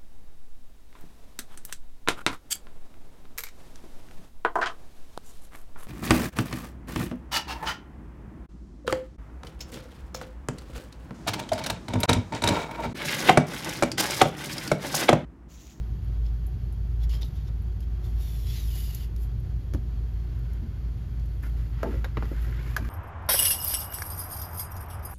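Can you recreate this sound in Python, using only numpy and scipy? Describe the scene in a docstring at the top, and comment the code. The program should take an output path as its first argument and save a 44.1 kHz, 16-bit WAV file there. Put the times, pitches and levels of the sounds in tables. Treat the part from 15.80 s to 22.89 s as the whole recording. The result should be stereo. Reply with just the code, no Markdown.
"""Filter change in an air-handler cabinet

A hand drags a metal strip along its rail, then lifts a cardboard-framed filter that knocks on the sheet metal.
Knocks ring panel modes, ticks are band noise bursts, and friction is gritty noise through moving rings.
Behind them the blower hums as sine waves on its shaft orders, and duct air is coloured noise: rumble and rush.
A small handheld recorder with two close microphone ports listens."""
import sys
import numpy as np
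from scipy import signal
from scipy.fft import rfft, irfft, next_fast_len
from scipy.io import wavfile
from scipy.ndimage import uniform_filter1d

SR = 44100
rng = np.random.default_rng(int(sys.argv[2]) if len(sys.argv) > 2 else 0)


def inscribe(sig):
    """Save sig as 16-bit PCM at rate SR to the path in sys.argv[1].

    A 1-D sig is mono; a 2-D sig holds one channel per row.
    Samples are clipped to [-1, 1] before scaling.
    """
    pcm = np.round(np.clip(np.atleast_2d(sig).T, -1, 1) * 32767)
    wavfile.write(sys.argv[1], SR, pcm.astype(np.int16))


N = 312669
T = np.arange(N) / SR


def amp(db):
    """Amplitude ratio from dB."""
    return 10 ** (np.asarray(db) / 20)


def evened(x):
    """Scales to unit rms."""
    return x / np.sqrt(np.mean(x ** 2) + 1e-20)


def peaked(x):
    """Scales the first field to unit peak."""
    return x / abs(x[0]).max()


def read(points_hz, values, hz):
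    """Interpolates a curve along log frequency."""
    return np.interp(np.log(hz + 1), np.log(np.asarray(points_hz) + 1), values)


def coloured(x, spectrum):
    """Shapes x by a spectrum and returns it at unit rms."""
    size = next_fast_len(x.shape[-1])
    gain = amp(read(*np.transpose(spectrum), np.fft.rfftfreq(size, 1 / SR)))
    shaped = irfft(rfft(x, size) * gain, size)
    return evened(shaped[..., :x.shape[-1]])


def bell(hz, centre_hz, octaves):
    """A gain that falls off on both sides of a centre pitch."""
    return np.exp(-.5 * (np.log2((hz + 1) / centre_hz) / octaves) ** 2)


def drift(top_hz):
    """Slow chance curve of unit rms: 16 sines up to top_hz, over the whole scene."""
    hz = np.geomspace(top_hz / 20, top_hz, num=16)
    coarse_s = T[::64]
    waves = np.sin(2 * np.pi * (hz * coarse_s[:, None] + rng.random(16))) / np.sqrt(hz)
    return np.interp(T, coarse_s, evened(waves.sum(1)))


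def wander(length, span_s):
    """Chance curve of unit rms that changes over span_s: noise averaged twice."""
    size = round(span_s * SR)
    noise = rng.standard_normal(length + 8820)
    smooth = uniform_filter1d(uniform_filter1d(noise, size), size)
    return evened(smooth)[4410:][:length]


def gritty(length, grit_db):
    """Two unrelated noises sharing one fine and coarse chance level, as in stick and slip."""
    fine = evened(uniform_filter1d(rng.standard_normal(length), size=40))
    coarse = evened(uniform_filter1d(rng.standard_normal(length), size=400))
    return amp(grit_db * (fine + 0.46 * coarse)) * rng.standard_normal((2, length))


def resonate(x, hz, width_hz):
    """A steep resonance of gain 1 that follows the curve hz: shift down, low-pass, shift back."""
    turn = np.exp(2j * np.pi * np.cumsum(hz * np.ones(x.shape[1])) / SR)
    r = np.exp(-np.pi * width_hz / SR)
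    slow = signal.lfilter([(1 - r) ** 2], [1, -2 * r, r ** 2], x / turn)
    return 2 * (turn * slow).real


def close_by(pair, share):
    """A nearby source: the right-only field takes a share of the common one and keeps 0.76 of its own."""
    return np.array([pair[0], share * pair[0] + 0.76 * pair[1]])


def add(mix, start_s, sound):
    """Adds a sound into the mix at start_s, cut at the end."""
    part = mix[:, round(start_s * SR):][:, :sound.shape[1]]
    part += sound[:, :part.shape[1]]


def burst(t60_s, echo_db, click):
    """A click in the first field and two fast-dying noises, all faded by a contact plus a cabinet echo."""
    t = np.arange(SR // 8) / SR
    echo = amp(echo_db - 60 * t / .14)
    clicks = click * (t == 0) * [[1], [0]]
    return (clicks + rng.standard_normal((2, len(t)))) * (amp(-60 * t / t60_s) + echo)


# Modes of the cabinet panels and filter frame.
# Each row: pitch in Hz, strength in dB before 1/sqrt(t60), t60 in seconds before damping.
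PANEL_MODES = [(81, 6, 0.56), (104, 11, 0.38), (159, 4, 0.12), (228, -1.5, 1), (239.5, -1.5, 0.19),
               (263, 1.5, 0.35), (310.3, 0, 0.4), (343, -1, 0.33), (381, -0.5, 0.28), (434.4, -9, 0.46),
               (462, -2, 0.23), (542, 1, 0.21), (578, 0.5, 0.11), (636, 4, 0.1), (722, -1, 0.11),
               (813, -3, 0.12), (891, 2, 0.26), (1060, 3.5, 0.17), (1150, 5.5, 0.17), (1250, 3, 0.11),
               (1353, 13, 0.031), (1545, 8.5, 0.039), (1600, 14, 0.032), (1780, -9, 0.11),
               (1960, 4.5, 0.063), (2060, -13, 0.067), (2260, -10, 0.16), (2760, 13.5, 0.025),
               (3200, -3, 0.039), (3600, 16, 0.1)]
MODE_SPREAD, NEIGHBOUR_DB = 0.046, -7  # chance detuning as a share of pitch, nearly symmetric


def ring(blow, centre_hz, octaves, damping, buildup_s):
    """A rattling contact drives modes near the struck pitch, each with two weaker neighbours."""
    t = np.arange(SR // 2) / SR
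    hz, db, t60_s = np.transpose(PANEL_MODES)[:, :, None]
    fall = bell(hz, centre_hz, octaves) * amp(db - 60 * t / (t60_s * damping)) / np.sqrt(t60_s)
    # two fields, three tones a mode; the main tone is detuned less
    detune = rng.uniform(-1.06, 1, (2, 3, len(PANEL_MODES), 1)) * [[[.2]], [[1]], [[1]]]
    near_hz = hz * (1 + MODE_SPREAD * detune)
    weight = amp([[[0]], [[NEIGHBOUR_DB]], [[NEIGHBOUR_DB]]])
    clusters = (weight * np.sin(2 * np.pi * near_hz * t)).sum(1)
    tones = (fall * clusters).sum(1) * (1 - np.exp(-t / buildup_s))
    return peaked(signal.fftconvolve(blow, tones, axes=1))


# Filter frame and sheet metal knocks; the first three rows are soft, low blows that give body to the strip's
# scuffs. Levels are first-field peaks of each part. Each row: start in seconds, boom in dB, boom pitch in Hz,
# clack in dB, clack pitch in Hz, clack width in octaves, crack in dB, damping factor on the mode t60, contact
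# t60 in seconds.
KNOCKS = [(1.335, -46, 392, -40.5, 795, 0.65, -65, 0.22, 0.35),
          (1.43, -46, 350, -40.5, 740, 0.17, -54, 0.14, 0.043),
          (1.686, -46, 600, -45, 1090, 0.34, -67, 0.1, .1),
          (3.937, -21, 109, -29, 650, 0.74, -31, 0.2, 0.048),
          (3.947, -34, 222, -23.5, 484, 0.71, -40, 0.15, 0.014),
          (4.82, -36.5, 227, -45, 600, 0.33, -69, 0.13, 0.065),
          (5.635, -41.5, 210, -33.5, 1410, 0.15, -42, 0.34, 0.07),
          (6.031, -27, 280, -18, 1300, 0.55, -27, 1, 0.032),
          (6.0323, -28.5, 504, -15.5, 590, 0.38, -50, 0.95, 0.032),
          (6.058, -29.5, 303, -30.5, 890, 0.17, -60, 0.64, 0.024),
          (6.081, -30.5, 237, -35, 500, 0.4, -65, 0.45, 0.023),
          (6.116, -32.5, 424, -47, 1500, .8, -58.5, 0.34, 0.18),
          (6.2447, -38, 530, -19, 1900, 0.51, -31, 0.16, 0.044),
          (6.3712, -28.5, 262, -18, 950, 0.83, -40, 0.085, 0.031),
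          (6.425, -31, 406, -21, 960, 0.35, -43, 0.1, 0.02),
          (6.516, -36.5, 406, -24.5, 330, 0.4, -62, 0.23, 0.012),
          (6.666, -36.5, 290, -56, 600, 0.49, -49, 0.24, 0.011),
          (6.965, -32, 644, -13.5, 1600, 0.21, -16.5, 0.73, 0.035),
          (6.992, -34.5, 312, -48, 550, 0.3, -65, 0.7, 0.02),
          (7.049, -48, 310, -31, 1500, 0.3, -43, 0.7, .05)]
BOOM_LATE_S, BOOM_SHARE = 0.0059, 0.069
CLACK_EVEN_HZ = 870  # the clack below this is also fed to the right-only field
CRACK_T60_S = .03


def knock(boom_db, boom_hz, clack_db, clack_hz, clack_octaves, crack_db, damping, contact_t60_s):
    """One blow gives a frame clack, a bright crack and a late panel boom nearly unlike in the two fields."""
    blow = burst(contact_t60_s, -10.5, click=11.2)
    boom = ring(blow[[0, 0]], boom_hz, 0.6, damping, 0.014)
    out = amp(clack_db) * ring(blow, clack_hz, clack_octaves, .6 * damping, 0.00042)
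    add(out, 0, tick(crack_db, 5100, 1.35, CRACK_T60_S))
    lowpass = signal.butter(N=2, Wn=CLACK_EVEN_HZ, fs=SR, output="sos")
    low = signal.sosfilt(lowpass, out[0])
    out = close_by(out, 0.041) + [[0], [.7]] * low
    add(out, BOOM_LATE_S, amp(boom_db) * close_by(boom, BOOM_SHARE))
    return out


# Small ticks of grit and metal edges.
# Each row: start in seconds, peak in dB, centre in Hz, half width in octaves.
TICKS = [(.246, -46, 11500, .4), (0.667, -39.5, 10400, 0.28), (0.925, -41, 9600, 0.26),
         (1.294, -35, 7000, 0.51), (1.43, -28.5, 3940, 0.4), (1.555, -47, 11000, 0.31),
         (1.679, -43, 3000, 0.8), (1.821, -44.5, 12500, 0.31), (2.006, -34.5, 8000, 2.4),
         (3.148, -18.5, 12600, 1), (3.363, -38, 7000, 3.1), (3.6, -48, 12000, .4), (4.591, -46, 10000, .53),
         (4.734, -40.5, 10000, .6), (5.397, -42.5, 5500, 0.86), (5.458, -46, 11000, .5),
         (6.725, -35.5, 1600, 0.31)]
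TICK_T60_S = 0.02


def tick(peak_db, centre_hz, octaves, t60_s):
    """A sharp contact: a burst in one band."""
    edges_hz = np.clip(centre_hz * 2. ** np.array([-octaves, octaves]), 300, 17000)
    band = signal.butter(N=2, Wn=edges_hz, btype="band", fs=SR, output="sos")
    return amp(peak_db) * peaked(signal.sosfilt(band, burst(t60_s, -11.0, click=4.9)))


# Dry sizzle of friction. Each row: frequency in Hz, relative level in dB per Hz.
SIZZLE_SPECTRUM = [(4000, -21.5), (6500, -12.5), (8000, -3.5), (12000, -3.5), (13500, -7), (15000, 4),
                   (16000, -22)]
RING_WANDER, RING_FLICKER_DB = .015, 2  # rms; each ring slides and comes and goes as the grip shifts


def rub(rows, spectrum, grit_db, rings):
    """Gritty friction through restless rings; returns the body and its dry sizzle."""
    s, *columns = np.transpose(rows)
    t = np.arange(s[0], s[-1], 1 / SR)
    level_db, sizzle_db, ring_hz = (np.interp(t, s, c) for c in columns)
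    grit = gritty(len(t), grit_db)
    body = coloured(grit, spectrum)
    for multiple, width_hz, db in rings:
        hz = multiple * ring_hz * (1 + RING_WANDER * wander(len(t), 0.034))
        flicker_db = RING_FLICKER_DB * wander(len(t), 0.017)
        body = body + amp(db + flicker_db) * evened(resonate(grit, hz, width_hz))
    fade = np.clip(np.minimum(t - s[0], s[-1] - t) / 0.0016, 0, 1)
    sizzle = amp(level_db + sizzle_db) * coloured(grit, SIZZLE_SPECTRUM) * fade
    return amp(level_db) * evened(body) * fade, sizzle


# Short scuffs of the metal strip. Each row: strongest moment in seconds, swell in seconds,
# fade in seconds, level in dB, sizzle in dB above it, ringing pitch in Hz.
SCUFFS = [(.465, 0.039, 0.039, -55.5, -14, 3280), (1.242, 0.042, 0.02, -49, -6, 3400),
          (1.3, .008, 0.069, -47.5, -7, 2900), (1.344, .05, 0.066, -45, -7.5, 3320),
          (1.421, .014, 0.012, -41, -9, 3700), (1.446, 0.022, 0.096, -55, -1, 3850),
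          (1.564, 0.052, 0.13, -58.5, -6, 3660), (1.683, 0.05, 0.02, -56.5, -8, 3600),
          (2.03, 0.019, 0.041, -60, -4, 3240), (2.249, 0.037, 0.19, -59, 1.5, 3560),
          (3.435, 0.09, 0.046, -65, 13.5, 3200)]
SCUFF_EDGE_DB = -19.5  # at both ends, re strongest moment


def scuff(strongest_s, swell_s, fade_s, level_db, sizzle_db, ring_hz):
    """A short stroke: friction rows that swell to the strongest moment and fade."""
    steps = [(-swell_s, SCUFF_EDGE_DB), (0, 0), (fade_s, SCUFF_EDGE_DB)]
    return [(strongest_s + step_s, level_db + db, sizzle_db, ring_hz) for step_s, db in steps]


# Long drag of the strip on its rail.
# Each row: time in seconds, level in dB, sizzle in dB above it, ringing pitch in Hz.
DRAG = [(2.34, -76, 1, 3500), (2.41, -54.5, 3.5, 3700), (2.655, -56.5, 3.5, 3400),
        (2.672, -48.5, -1.5, 3370), (2.74, -47, -2, 3500), (2.77, -44.5, -3, 4000), (2.865, -53, 4, 3600),
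        (2.9, -52.5, 3, 3050), (2.98, -50, 8, 2930), (3.05, -51.5, 7, 2980), (3.14, -53, 4, 2870),
        (3.245, -53.5, 1, 2870), (3.29, -76, 5, 2950)]
# Strip friction. Each row: frequency in Hz, relative level in dB per Hz.
STRIP_SPECTRUM = [(400, -24), (700, -6.5), (1500, -12.5), (1950, -0.5), (2350, -2.5), (3200, 1.5),
                  (4200, 0), (5100, -1), (5900, -9.5), (6800, -5.5), (8500, -11), (12000, -20)]
# Rings of the strip. Each row: multiple of the ringing pitch, width in Hz, mean level in dB.
STRIP_RINGS = [(1, 300, -7), (1.2, 500, -19), (1.58, 600, -11)]


def add_strip(mix):
    """Metal on metal: one long drag and the scuffs, bright friction over the strip's rings."""
    for rows in [DRAG] + [scuff(*row) for row in SCUFFS]:
        body, sizzle = rub(rows, STRIP_SPECTRUM, grit_db=1.5, rings=STRIP_RINGS)
        add(mix, rows[0][0], body + sizzle)


# Cardboard frame sliding in its track.
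# Each row: time in seconds, level in dB, sizzle in dB above it, ringing pitch in Hz.
SLIDE = [(4.3, -67, -8, 1440), (4.65, -59.5, -21, 1477), (5.1, -66, -23, 1440), (5.62, -68, 1, 1440),
         (5.629, -53, 0, 1430), (5.645, -46.5, -8, 1460), (5.75, -69, -1, 1410), (5.775, -53, -11, 1340),
         (5.9, -62.5, -4, 1400), (5.97, -52, -23, 1310), (6.14, -46, -13, 1370), (6.235, -56.5, -11, 1370),
         (6.28, -53.5, -25, 1380), (6.35, -56, -22, 1400), (6.441, -45.5, -17, 1370),
         (6.5, -51.5, -8, 1290), (6.59, -47.5, -14, 1530), (6.62, -49.5, -5, 1200),
         (6.69, -46.5, -15, 1370), (6.712, -49.5, -8, 1440), (6.728, -49.5, -13, 1500),
         (6.76, -46.5, -17, 1250), (6.81, -47, -20, 1620), (6.84, -49, -10, 1460), (6.88, -43, -13, 1460),
         (6.94, -49, -9, 1780), (6.96, -48, -19, 1610), (7.09, -50, -7, 1620)]
# Cardboard friction. Each row: frequency in Hz, relative level in dB per Hz.
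CARD_SPECTRUM = [(300, -1.5), (700, -10.5), (1100, -6), (1450, -5.5), (2150, -9.5), (2800, -11.5),
                 (4200, -20), (5200, -20.5), (6000, -27.5), (7500, -24), (9000, -39)]
# Rings of the frame. Each row: multiple of the ringing pitch, width in Hz, mean level in dB.
CARD_RINGS = [(.68, 250, -18), (1, 220, -11), (1.2, 250, -16), (1.45, 220, -13)]


def add_card_frame(mix):
    """Cardboard on its track: duller friction with lower rings, close by."""
    body, sizzle = rub(SLIDE, CARD_SPECTRUM, grit_db=2.0, rings=CARD_RINGS)
    add(mix, SLIDE[0][0], close_by(body, 0.015) + sizzle)


SHAFT_HZ, MOTOR_HZ, MAINS_HZ = 18.462, 29.15, 60
MOTOR_DB, BOOM_WAVER_DB = -53, 2  # rms
# Blower shaft orders. Each row: multiple of the shaft rate, mean level in dB rms.
SHAFT_ORDERS = [(2, -61), (4, -43), (5, -48), (6, -56), (7, -57), (8, -50), (9, -56), (10, -64)]
# Magnetic buzz. Each row: multiple of mains, mean level in dB rms.
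MAINS_BUZZ = [(2, -46), (6, -63)]
# Third order booming in the cabinet. Each row: time in seconds, level in dB rms before waver.
THIRD_ORDER_BOOM = [(0, -29.5), (1.16, -27.5), (1.6, -31), (2.5, -28), (3.8, -31.5), (4.7, -28.5),
                    (4.8, -27.5), (4.86, -41), (4.93, -34.5), (5.1, -30.5), (5.6, -29.5), (7.09, -29)]


def blower():
    """Shaft orders, motor unbalance and magnetic buzz as nearly steady tones."""
    turns = SHAFT_HZ * T + 0.0029 * drift(2.1)
    boom_db = np.interp(T, *np.transpose(THIRD_ORDER_BOOM)) + BOOM_WAVER_DB * drift(22)
    out = amp(boom_db) * np.sin(2 * np.pi * 3 * turns)
    for order, db in SHAFT_ORDERS:
        out += amp(db + 0.64 * drift(2.5)) * np.sin(2 * np.pi * (order * turns + rng.random()))
    for multiple, db in MAINS_BUZZ:
        cycles = multiple * MAINS_HZ * T + rng.random()
        out += amp(db + 3.0 * drift(2.45)) * np.sin(2 * np.pi * cycles)
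    out += amp(MOTOR_DB) * np.sin(2 * np.pi * MOTOR_HZ * T)
    return np.sqrt(2) * np.array([out, 0 * out])  # sqrt(2): rms to peak


# Duct rumble. Each row: frequency in Hz, relative level in dB per Hz.
RUMBLE_SPECTRUM = [(20, -36), (44, -11), (52, -3.5), (62, 2), (68, -16.5), (79, -0.5), (105, -5.5),
                   (118, -1.5), (133, -11), (160, -14.5), (250, -24), (400, -26.5), (470, -33.5),
                   (900, -58)]
# Air rush. Each row: frequency in Hz, relative level in dB per Hz.
RUSH_SPECTRUM = [(300, -11.5), (600, 3), (900, 1), (1600, -2), (2300, -7), (3000, -7.5), (4400, -11.5),
                 (5500, -15), (8000, -17.5), (10000, -18), (12500, -21.5), (14000, -47), (14700, -40.5),
                 (15500, -45)]
# Faint cabinet resonances in the rush. Each row: pitch in Hz, width in Hz, level in dB re rush.
WHISTLES = [(745.5, 60, -14), (3256, 120, -19.5), (4290, 140, -22.5), (4570, 48, -25.5), (4590, 750, -26)]
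RUMBLE_DB, RUSH_DB = -35.5, -58.5  # rms; rush is the mean without whistles


def air():
    """Turbulent air: a low rumble in the duct resonances and a smooth rush."""
    rumble = amp(RUMBLE_DB) * coloured(rng.standard_normal((2, N)), RUMBLE_SPECTRUM)
    eddies = gritty(N, 0.91)
    rush = coloured(eddies, RUSH_SPECTRUM)
    for hz, width_hz, db in WHISTLES:
        rush = rush + amp(db) * evened(resonate(eddies, hz, width_hz))
    return rumble + amp(RUSH_DB + 0.83 * drift(19)) * rush


def scene():
    """Two sound fields: the first reaches both ports, the second only the right one."""
    mix = blower() + air()
    add_strip(mix)
    add_card_frame(mix)
    for start_s, *blow in KNOCKS:
        add(mix, start_s, knock(*blow))
    for start_s, *touch in TICKS:
        add(mix, start_s, tick(*touch, TICK_T60_S))
    return mix


# Port pair. Each row: frequency in Hz, likeness 0-1, left phase lead in radians, left minus right in dB.
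PORTS = [(60, .997, 0, -1.4), (150, .93, 0, -.3), (350, .6, 0, -.3), (900, .3, .3, -.8),
         (2300, .45, .6, 2.3), (3500, .5, 1, 3), (5000, .4, .5, 3), (6000, .4, -1.2, 2),
         (7000, .5, -1.7, 1.5), (7700, .88, -2.95, .5), (8200, .995, -3.12, 0), (9000, .995, -3.17, 0),
         (9700, .85, -3.8, 0), (11500, .72, -5.1, 0), (12400, .93, -6.1, 0), (13000, .998, -6.28, 0)]
# Microphone response. Each row: frequency in Hz, gain in dB.
MIC_RESPONSE = [(20, -0.5), (13000, 0), (14500, -9), (16000, -26)]
# Recorder turning in the hand. Each row: time in seconds, added left minus right in dB.
TURN = [(0, 0), (3.2, -0.26), (3.7, .3), (7.09, .5)]
EDGE_HZ = 16200


def record(dry):
    """The two ports share part of the field with a phase lead; then the band limit."""
    size = next_fast_len(N + 4096)
    hz = np.fft.rfftfreq(size, 1 / SR)
    port_hz, *columns = np.transpose(PORTS)
    same, lead, tilt_db = (read(port_hz, c, hz) for c in columns)
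    same = np.clip(same, 0, 1)
    common, right_only = rfft(dry, size) * amp(read(*np.transpose(MIC_RESPONSE), hz))
    left = common * np.exp(.5j * lead) * amp(tilt_db / 2)
    right = same * common + np.sqrt(1 - same ** 2) * right_only
    right = right * np.exp(-.5j * lead) * amp(-tilt_db / 2)
    ports = irfft(np.array([left, right]), size)[:, :N]
    turn_db = np.interp(T, *np.transpose(TURN))
    ports = ports * amp([turn_db / 2, -turn_db / 2])
    lowpass = signal.firwin(511, EDGE_HZ, window=("kaiser", 9), fs=SR)
    return signal.oaconvolve(ports, lowpass[None], "same")


dry = scene()
out = record(dry)
inscribe(out)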